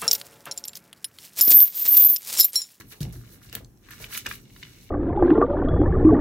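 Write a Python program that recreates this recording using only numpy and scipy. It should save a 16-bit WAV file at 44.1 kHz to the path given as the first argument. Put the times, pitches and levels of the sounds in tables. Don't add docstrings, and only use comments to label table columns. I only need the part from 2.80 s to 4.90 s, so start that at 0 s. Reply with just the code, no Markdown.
import sys
import numpy as np
from scipy import signal
from scipy.fft import rfft, irfft
from scipy.io import wavfile
from scipy.ndimage import uniform_filter1d

SR = 44100
rng = np.random.default_rng(int(sys.argv[2]) if len(sys.argv) > 2 else 0)


def volts_from_decibels(level):
    exponent = np.asarray(level, float) / 20
    return 10 ** exponent


def generate_wav(sig):
    pcm = np.round(np.clip(np.atleast_2d(sig).T, -1, 1) * 32767).astype(np.int16)
    wavfile.write(sys.argv[1], SR, pcm)


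N = 92610


def evened(x):
    return x / np.sqrt(np.mean(x ** 2) + 1e-20)


def read_curve(points, hz):
    f, value = np.transpose(points)
    return np.interp(np.log(hz + 1), np.log(f + 1), value)


def add(mix, start_s, sound):
    part = mix[..., round(start_s * SR):][..., :sound.shape[-1]]
    part += sound[..., :part.shape[-1]]


def partner(a, b, likeness):
    return likeness * a + np.sqrt(1 - likeness ** 2) * b


def highpass(x, order, cutoff_hz):
    return signal.sosfilt(signal.butter(N=order, Wn=cutoff_hz, btype="high", fs=SR, output="sos"), x)


RING_RISE_S = .0002


def ring(modes, detune, spread_db):
    hz, db, t60_s = np.transpose(modes)[:, :, None]
    level_chance, pitch_chance = rng.standard_normal((2, len(modes), 1))
    t = np.arange(1024) / SR
    envelope = volts_from_decibels(db + spread_db * level_chance - 60 * t / t60_s)
    sines = np.sin(2 * np.pi * hz * (1 + detune * pitch_chance) * t)
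    return (envelope * sines).sum(0) * np.minimum(t / RING_RISE_S, 1)


# f/Hz, level/dB, t60/s
FLAP_MODES = [(1200, -6, .012), (1410, -1, .016), (1680, 0, .016), (1860, -6, .012)]
PAPER_MODES = [(2320, 0, .015), (2600, -2, .015), (2930, 0, .015), (3350, -4, .012), (3750, -3, .012)]
CREASE_MODES = [(4300, -4, .006), (4900, -3, .005), (5500, -2, .005), (6200, -3, .005), (6900, -4, .005),
                (7700, -5, .004)]
FILM_MODES = [(8540, -6.5, 0.0017), (9670, -5.5, 0.0027), (10680, -4, 0.0023), (11570, -2, 0.0028),
              (12270, 1, 0.0028), (13000, -11, 0.0024), (14700, -1.5, 0.0022), (15460, -3, 0.003)]
# t/s, paper level/dB, flap re paper/dB, film level/dB
SLIDE_LEVELS = [(0, -50, 3.5, -45), (0.03, -67.5, 3, -67), (0.06, -73.5, -5, -65.5), (0.098, -75, -3, -51),
                (0.123, -48, 0, -48.5), (0.15, -63, 7.5, -61), (0.18, -69, -55, -58.5),
                (0.205, -72, 7, -66), (0.212, -51, -1, -41), (0.24, -52, -8, -54), (0.27, -67.5, 3, -61),
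                (0.32, -63.5, -11, -66.5), (0.333, -59, 5, -53), (0.38, -69, 2, -56.5),
                (0.44, -67, 1.5, -65.5), (0.54, -67, 4, -52.5), (0.6, -72, 2, -71), (0.638, -64, 4, -54.5),
                (0.719, -59, -12, -66.5), (0.735, -50, -3, -49), (0.77, -49, -2.5, -61),
                (0.8, -62.5, -2, -67), (0.87, -93, 14, -70.5), (1.01, -81.5, 3, -72), (1.048, -59, -6, -70),
                (1.101, -65.5, 10, -60), (1.113, -48, 1, -57), (1.145, -56, 1.5, -53.5),
                (1.18, -58.5, -6, -59.5), (1.219, -52, 2, -46), (1.25, -49.5, -3, -49),
                (1.279, -58.5, -1, -63), (1.31, -54, 4, -47), (1.339, -45.5, -4, -36.5),
                (1.362, -37, -2.5, -41.5), (1.377, -59, 15, -29.5), (1.398, -43, -48, -49.5),
                (1.44, -65.5, 2, -61), (1.46, -44.5, 2, -50), (1.473, -38, -5, -61), (1.499, -51, -29, -45),
                (1.53, -48, -3, -48), (1.56, -58.5, -23, -51), (1.585, -57.5, -11, -63.5),
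                (1.62, -74, 5, -60), (1.66, -63, -11, -73), (1.72, -65, -36, -63.5), (1.8, -60, -5, -56.5),
                (1.84, -52.5, -16, -62.5), (1.9, -59.5, -2, -61.5), (2.0, -58.5, -15, -63),
                (2.04, -62.5, -9, -57.5), (2.1, -59, -57, -69.5)]
# rate/(clicks/s), spread of sizes/dB
CRACKLE_RATES = [(1200, 4.), (1800, 4.), (5000, 3.), (14000, 1.5)]
CREASE_DB = 1
SLIDE_WIDTH_RAD = 0.59
SPOT_DETUNE, SPOT_SPREAD_DB = .035, 3.


def slide():
    t, out = np.arange(N) / SR, np.zeros((2, N))
    s, paper_db, flap_re_paper_db, film_db = np.transpose(SLIDE_LEVELS)
    crease_db = (paper_db + film_db) / 2 + CREASE_DB
    mode_sets = (FLAP_MODES, PAPER_MODES, CREASE_MODES, FILM_MODES)
    levels_db = (paper_db + flap_re_paper_db, paper_db, crease_db, film_db)
    for modes, (rate, spread_db), level_db in zip(mode_sets, CRACKLE_RATES, levels_db):
        swell = volts_from_decibels(np.interp(t, s, level_db))
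        for side in np.linspace(-1, 1, 8):
            size = volts_from_decibels(spread_db * np.minimum(rng.exponential(1, N), 6))
            size *= rng.random(N) < rate / 8 / SR
            clicks = evened(size) * rng.choice([-1., 1.], N) * swell
            tone = ring(modes, SPOT_DETUNE, SPOT_SPREAD_DB)
            heard = signal.oaconvolve(clicks, tone / np.linalg.norm(tone) / 2)[:N]
            angle = np.pi / 4 + SLIDE_WIDTH_RAD * side
            out[0] += np.cos(angle) * heard
            out[1] += np.sin(angle) * np.roll(heard, round(7 * side))
    return out


# t/s, level/dB, ring centre f/Hz, film re ring/dB, length/s
SNAPS_OF_SHEETS = [(0.116, -49, 1730, -20, 0.0031), (0.2044, -35, 5160, -4, 0.0048),
                   (.215, -41, 5470, 0, 0.0023), (0.23, -31.5, 5500, -3.5, 0.0021),
                   (0.291, -60, 4000, 12.5, 0.0027), (.325, -56.5, 7560, 17, 0.0029),
                   (0.33, -46.5, 7800, -2, 0.0039), (0.6967, -41, 5970, -22, 0.00095),
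                   (.7275, -31.5, 4000, -0.5, 0.001), (.751, -28.5, 4430, 8, 0.0021),
                   (0.7537, -33.5, 3270, 6.5, 0.0028), (0.8458, -43.5, 5500, -15, 0.0025),
                   (0.973, -57, 5500, -12, 0.0028), (1.086, -40.5, 1610, -16, 0.0057),
                   (1.106, -41.5, 1710, 2, 0.0083), (1.134, -36, 1450, -20, 0.0021),
                   (1.2406, -29.5, 2690, -37, 0.005), (1.308, -41, 1980, -16, 0.0018),
                   (1.329, -42, 3000, -10, 0.0072), (1.345, -35, 2600, -25, 0.0021),
                   (1.373, -29, 3000, -2, 0.0071), (1.374, -29, 6300, -4.5, 0.0059),
                   (1.4599, -21, 1860, -38, 0.0032), (1.463, -23.5, 2700, -24, 0.003),
                   (1.4635, -25, 5900, -8, 0.0043), (1.467, -33.5, 1870, -12, 0.0018),
                   (1.488, -53, 1990, 18, 0.0043), (1.5113, -24, 1750, -35, 0.0015),
                   (1.512, -29.5, 2900, -25, 0.0041), (1.525, -37, 2970, 1.5, 0.00067),
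                   (1.553, -43.5, 3150, 6.5, 0.003), (1.762, -42, 1270, -29, 0.00096),
                   (1.7626, -45.5, 3400, -36, 0.004), (1.85, -42.5, 3200, -25, 0.0024),
                   (1.8274, -32, 2490, -30, 0.0036), (1.831, -33, 3900, -23, 0.0043)]
SNAP_WIDTH_OCT, SNAP_RISE_S = .42, .001
SNAP_DETUNE, SNAP_SPREAD_DB = .025, 1.5
RING_LIKENESS, FILM_LIKENESS = .65, .2


def snap(start_s, level_db, centre_hz, film_db, length_s):
    t = np.arange(800) / SR
    envelope = np.minimum(t / SNAP_RISE_S, 1) * np.exp(-(t / np.clip(length_s, .0005, .012)) ** 4)
    a, b = rng.standard_normal((2, len(t))) * envelope
    near = []
    for hz, db, t60_s in FLAP_MODES + PAPER_MODES + CREASE_MODES:
        octaves = np.log2(hz / centre_hz)
        near.append((hz, db - 6 * (octaves / SNAP_WIDTH_OCT) ** 2, t60_s))
    out = 0
    for modes, db, likeness in ((near, 0, RING_LIKENESS), (FILM_MODES, film_db, FILM_LIKENESS)):
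        tone = ring(modes, SNAP_DETUNE, SNAP_SPREAD_DB)
        part = signal.fftconvolve([a, partner(a, b, likeness)], tone[None], axes=1)
        loudest = np.sqrt(2 * uniform_filter1d(part ** 2, 88).max())
        out = out + volts_from_decibels(db) * part / loudest
    return start_s, out * volts_from_decibels(level_db)


# t/s, level/dB, decay constant/s
COVER_SCUFFS = [(0.118, -54, 0.069), (0.208, -47.5, 0.078), (0.249, -54.5, 0.084), (0.728, -46.5, 0.019),
                (0.75, -42.5, 0.018), (0.801, -52, 0.029), (1.199, -50, 0.059), (1.346, -51.5, 0.033),
                (1.458, -42, 0.026), (1.471, -64, 0.035)]
# f/Hz, level/dB, t60/s
COVER_MODES = [(432, 3, 0.021), (500, 2.5, 0.017), (673, -1, 0.019), (830, -4, 0.011)]


def scuff(start_s, level_db, decay_s):
    t = np.arange(0, 2 * decay_s, 1 / SR)
    rub = rng.standard_normal((2, 8000))[:, :len(t)] * np.minimum(t / .002, 1) * np.exp(-t / decay_s)
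    tone = ring(COVER_MODES, 0.032, 1.7)
    tone = tone / np.linalg.norm(tone)
    stereo_rub = [rub[0], partner(rub[0], rub[1], RING_LIKENESS)]
    return start_s, volts_from_decibels(level_db) * signal.fftconvolve(stereo_rub, tone[None], axes=1)


# t/s, binder level/dB, binder starting f/Hz, desk level/dB
DESK_KNOCKS = [(0.2074, -20.5, 152.4, -33), (0.244, -48, 147, -32.5), (.272, -31, 178.4, -42),
               (.345, -44.5, 153, -38), (.368, -46, 229, -41), (.668, -42.5, 141.8, -46),
               (0.753, -44, 213, -44), (.808, -48, 147, -41), (1.204, -43.5, 149, -47),
               (1.835, -42, 150, -50.5), (1.464, -43, 223.7, -45)]
# f/Hz, level/dB, t60/s
DESK_MODES = [(52.3, -11, 0.73), (62.2, 2, 0.24), (118.44, 2, 0.38), (207, -9, 0.16), (244.5, -8, 0.18),
              (288.8, -9, 0.18), (356.8, -8, 0.17)]
BINDER_SAG_PER_S = 2.4
BINDER_T60_S, KNOCK_RISE_S, DESK_RISE_S = 0.21, 0.0015, 0.0117


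def knock(start_s, binder_db, binder_hz, desk_db):
    t = np.arange(0, .5, 1 / SR)
    cycles = binder_hz * np.cumsum(np.exp(-BINDER_SAG_PER_S * t)) / SR
    binder = volts_from_decibels(binder_db - 60 * t / BINDER_T60_S) * np.sin(2 * np.pi * cycles)
    desk = 0
    for hz, db, t60_s in DESK_MODES:
        desk = desk + volts_from_decibels(desk_db + db - 60 * t / t60_s) * np.sin(2 * np.pi * hz * t)
    return start_s, np.minimum(t / KNOCK_RISE_S, 1) * binder + np.minimum(t / DESK_RISE_S, 1) * desk


# f/Hz, relative density/dB
AIR_SPECTRUM = [(12, -59), (20, 12), (38, -17.5), (114, 1), (174, -10), (200, -3), (230, -6.5), (372, -11),
                (551, -22.5), (2060, -40), (2890, -40), (3720, -43), (4530, -75), (5070, -38),
                (11100, -44.5), (15200, -47), (16500, -50)]
# f/Hz, correlation/1
AIR_LIKENESS = [(60, 0.88), (240, 0.89), (950, 0.23), (3770, 0.046), (15000, 0.025)]
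# t/s, relative level/dB
RUMBLE_LEVELS = [(0, 4.5), (.15, -7.5), (.5, 0.5), (.75, -4), (.88, -2.5), (1., -5.5), (1.1, -1),
                 (1.22, -2), (1.4, -1), (1.5, 2), (1.7, -1.5), (2.1, -1.5)]
AIR_RMS_DB, RUMBLE_TOP_HZ, PATCH_DB = -49, 700, 1.1


def air():
    frames, hz = N // 512 + 5, np.fft.rfftfreq(2048, 1 / SR)
    a, b, c, d, patches = rng.standard_normal((frames, 1025, 5)).T
    patches = evened(uniform_filter1d(uniform_filter1d(patches, 10, 0), 8, 1))
    likeness = np.clip(read_curve(AIR_LIKENESS, hz), -1, 1)[:, None]
    left = a + 1j * b
    z = np.array([left, partner(left, c + 1j * d, likeness)])
    rumble_db = np.interp(np.arange(frames) * 512 / SR, *np.transpose(RUMBLE_LEVELS))
    rumble_db = (hz < RUMBLE_TOP_HZ)[:, None] * rumble_db
    z *= volts_from_decibels(read_curve(AIR_SPECTRUM, hz)[:, None] + rumble_db + PATCH_DB * patches)
    noise = signal.istft(z, nperseg=2048, noverlap=1536)[1][:, :N]
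    return volts_from_decibels(AIR_RMS_DB) * evened(noise)


# f/Hz, t60/s
ROOM_DECAY = [(100, 0.29), (1000, 0.2), (4000, 0.18), (12000, 0.14)]


def room(x):
    taps = np.zeros((2, SR // 2))
    at = np.arange(160, SR // 2 - 20, 20)
    at = at + rng.integers(0, 20, (2, len(at)))
    np.put_along_axis(taps, at, rng.choice([-1., 1.], at.shape), 1)
    hz, t, z = signal.stft(taps, SR, nperseg=256)
    decay = volts_from_decibels(-60 * t / read_curve(ROOM_DECAY, hz)[:, None])
    tail = signal.istft(z * decay, SR, nperseg=256)[1]
    return signal.fftconvolve(x, tail / np.linalg.norm(tail[0]), axes=1)[:, :N]


SHEET_LOW_HZ = 967
SHEET_ROOM_DB, DESK_ROOM_DB = -10.5, -15


def scene():
    sheets, desk = slide(), np.zeros(N)
    for row in SNAPS_OF_SHEETS:
        add(sheets, *snap(*row))
    sheets = highpass(sheets, 4, SHEET_LOW_HZ)
    for row in COVER_SCUFFS:
        add(sheets, *scuff(*row))
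    for row in DESK_KNOCKS:
        add(desk, *knock(*row))
    sheets_wet = sheets + volts_from_decibels(SHEET_ROOM_DB) * room(sheets)
    desk_wet = desk + volts_from_decibels(DESK_ROOM_DB) * room(desk[None])
    return sheets_wet + desk_wet + air()


def band_limit(x):
    return signal.sosfilt(signal.butter(12, 16820, fs=SR, output="sos"), x)


# f/Hz, left minus right/dB
PORT_BALANCE_DB = [(100, -.3), (300, 1.2), (2500, 1.), (6000, -1.4), (13000, -3.4)]
MIC_LOW_HZ, EDGE_HZ = 41.3, 16000


def record(dry):
    hz = np.fft.rfftfreq(N, 1 / SR)
    dry = highpass(dry, 5, MIC_LOW_HZ)
    gain = volts_from_decibels(read_curve(PORT_BALANCE_DB, hz) * np.array([[.5], [-.5]]))
    ports = irfft(rfft(dry, axis=1) * gain, N, axis=1)
    lowpass = signal.firwin(255, EDGE_HZ, window=("kaiser", 8), fs=SR)
    mix = signal.oaconvolve(ports, lowpass[None], "same")
    return band_limit(mix)


dry = scene()
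out = record(dry)
generate_wav(out)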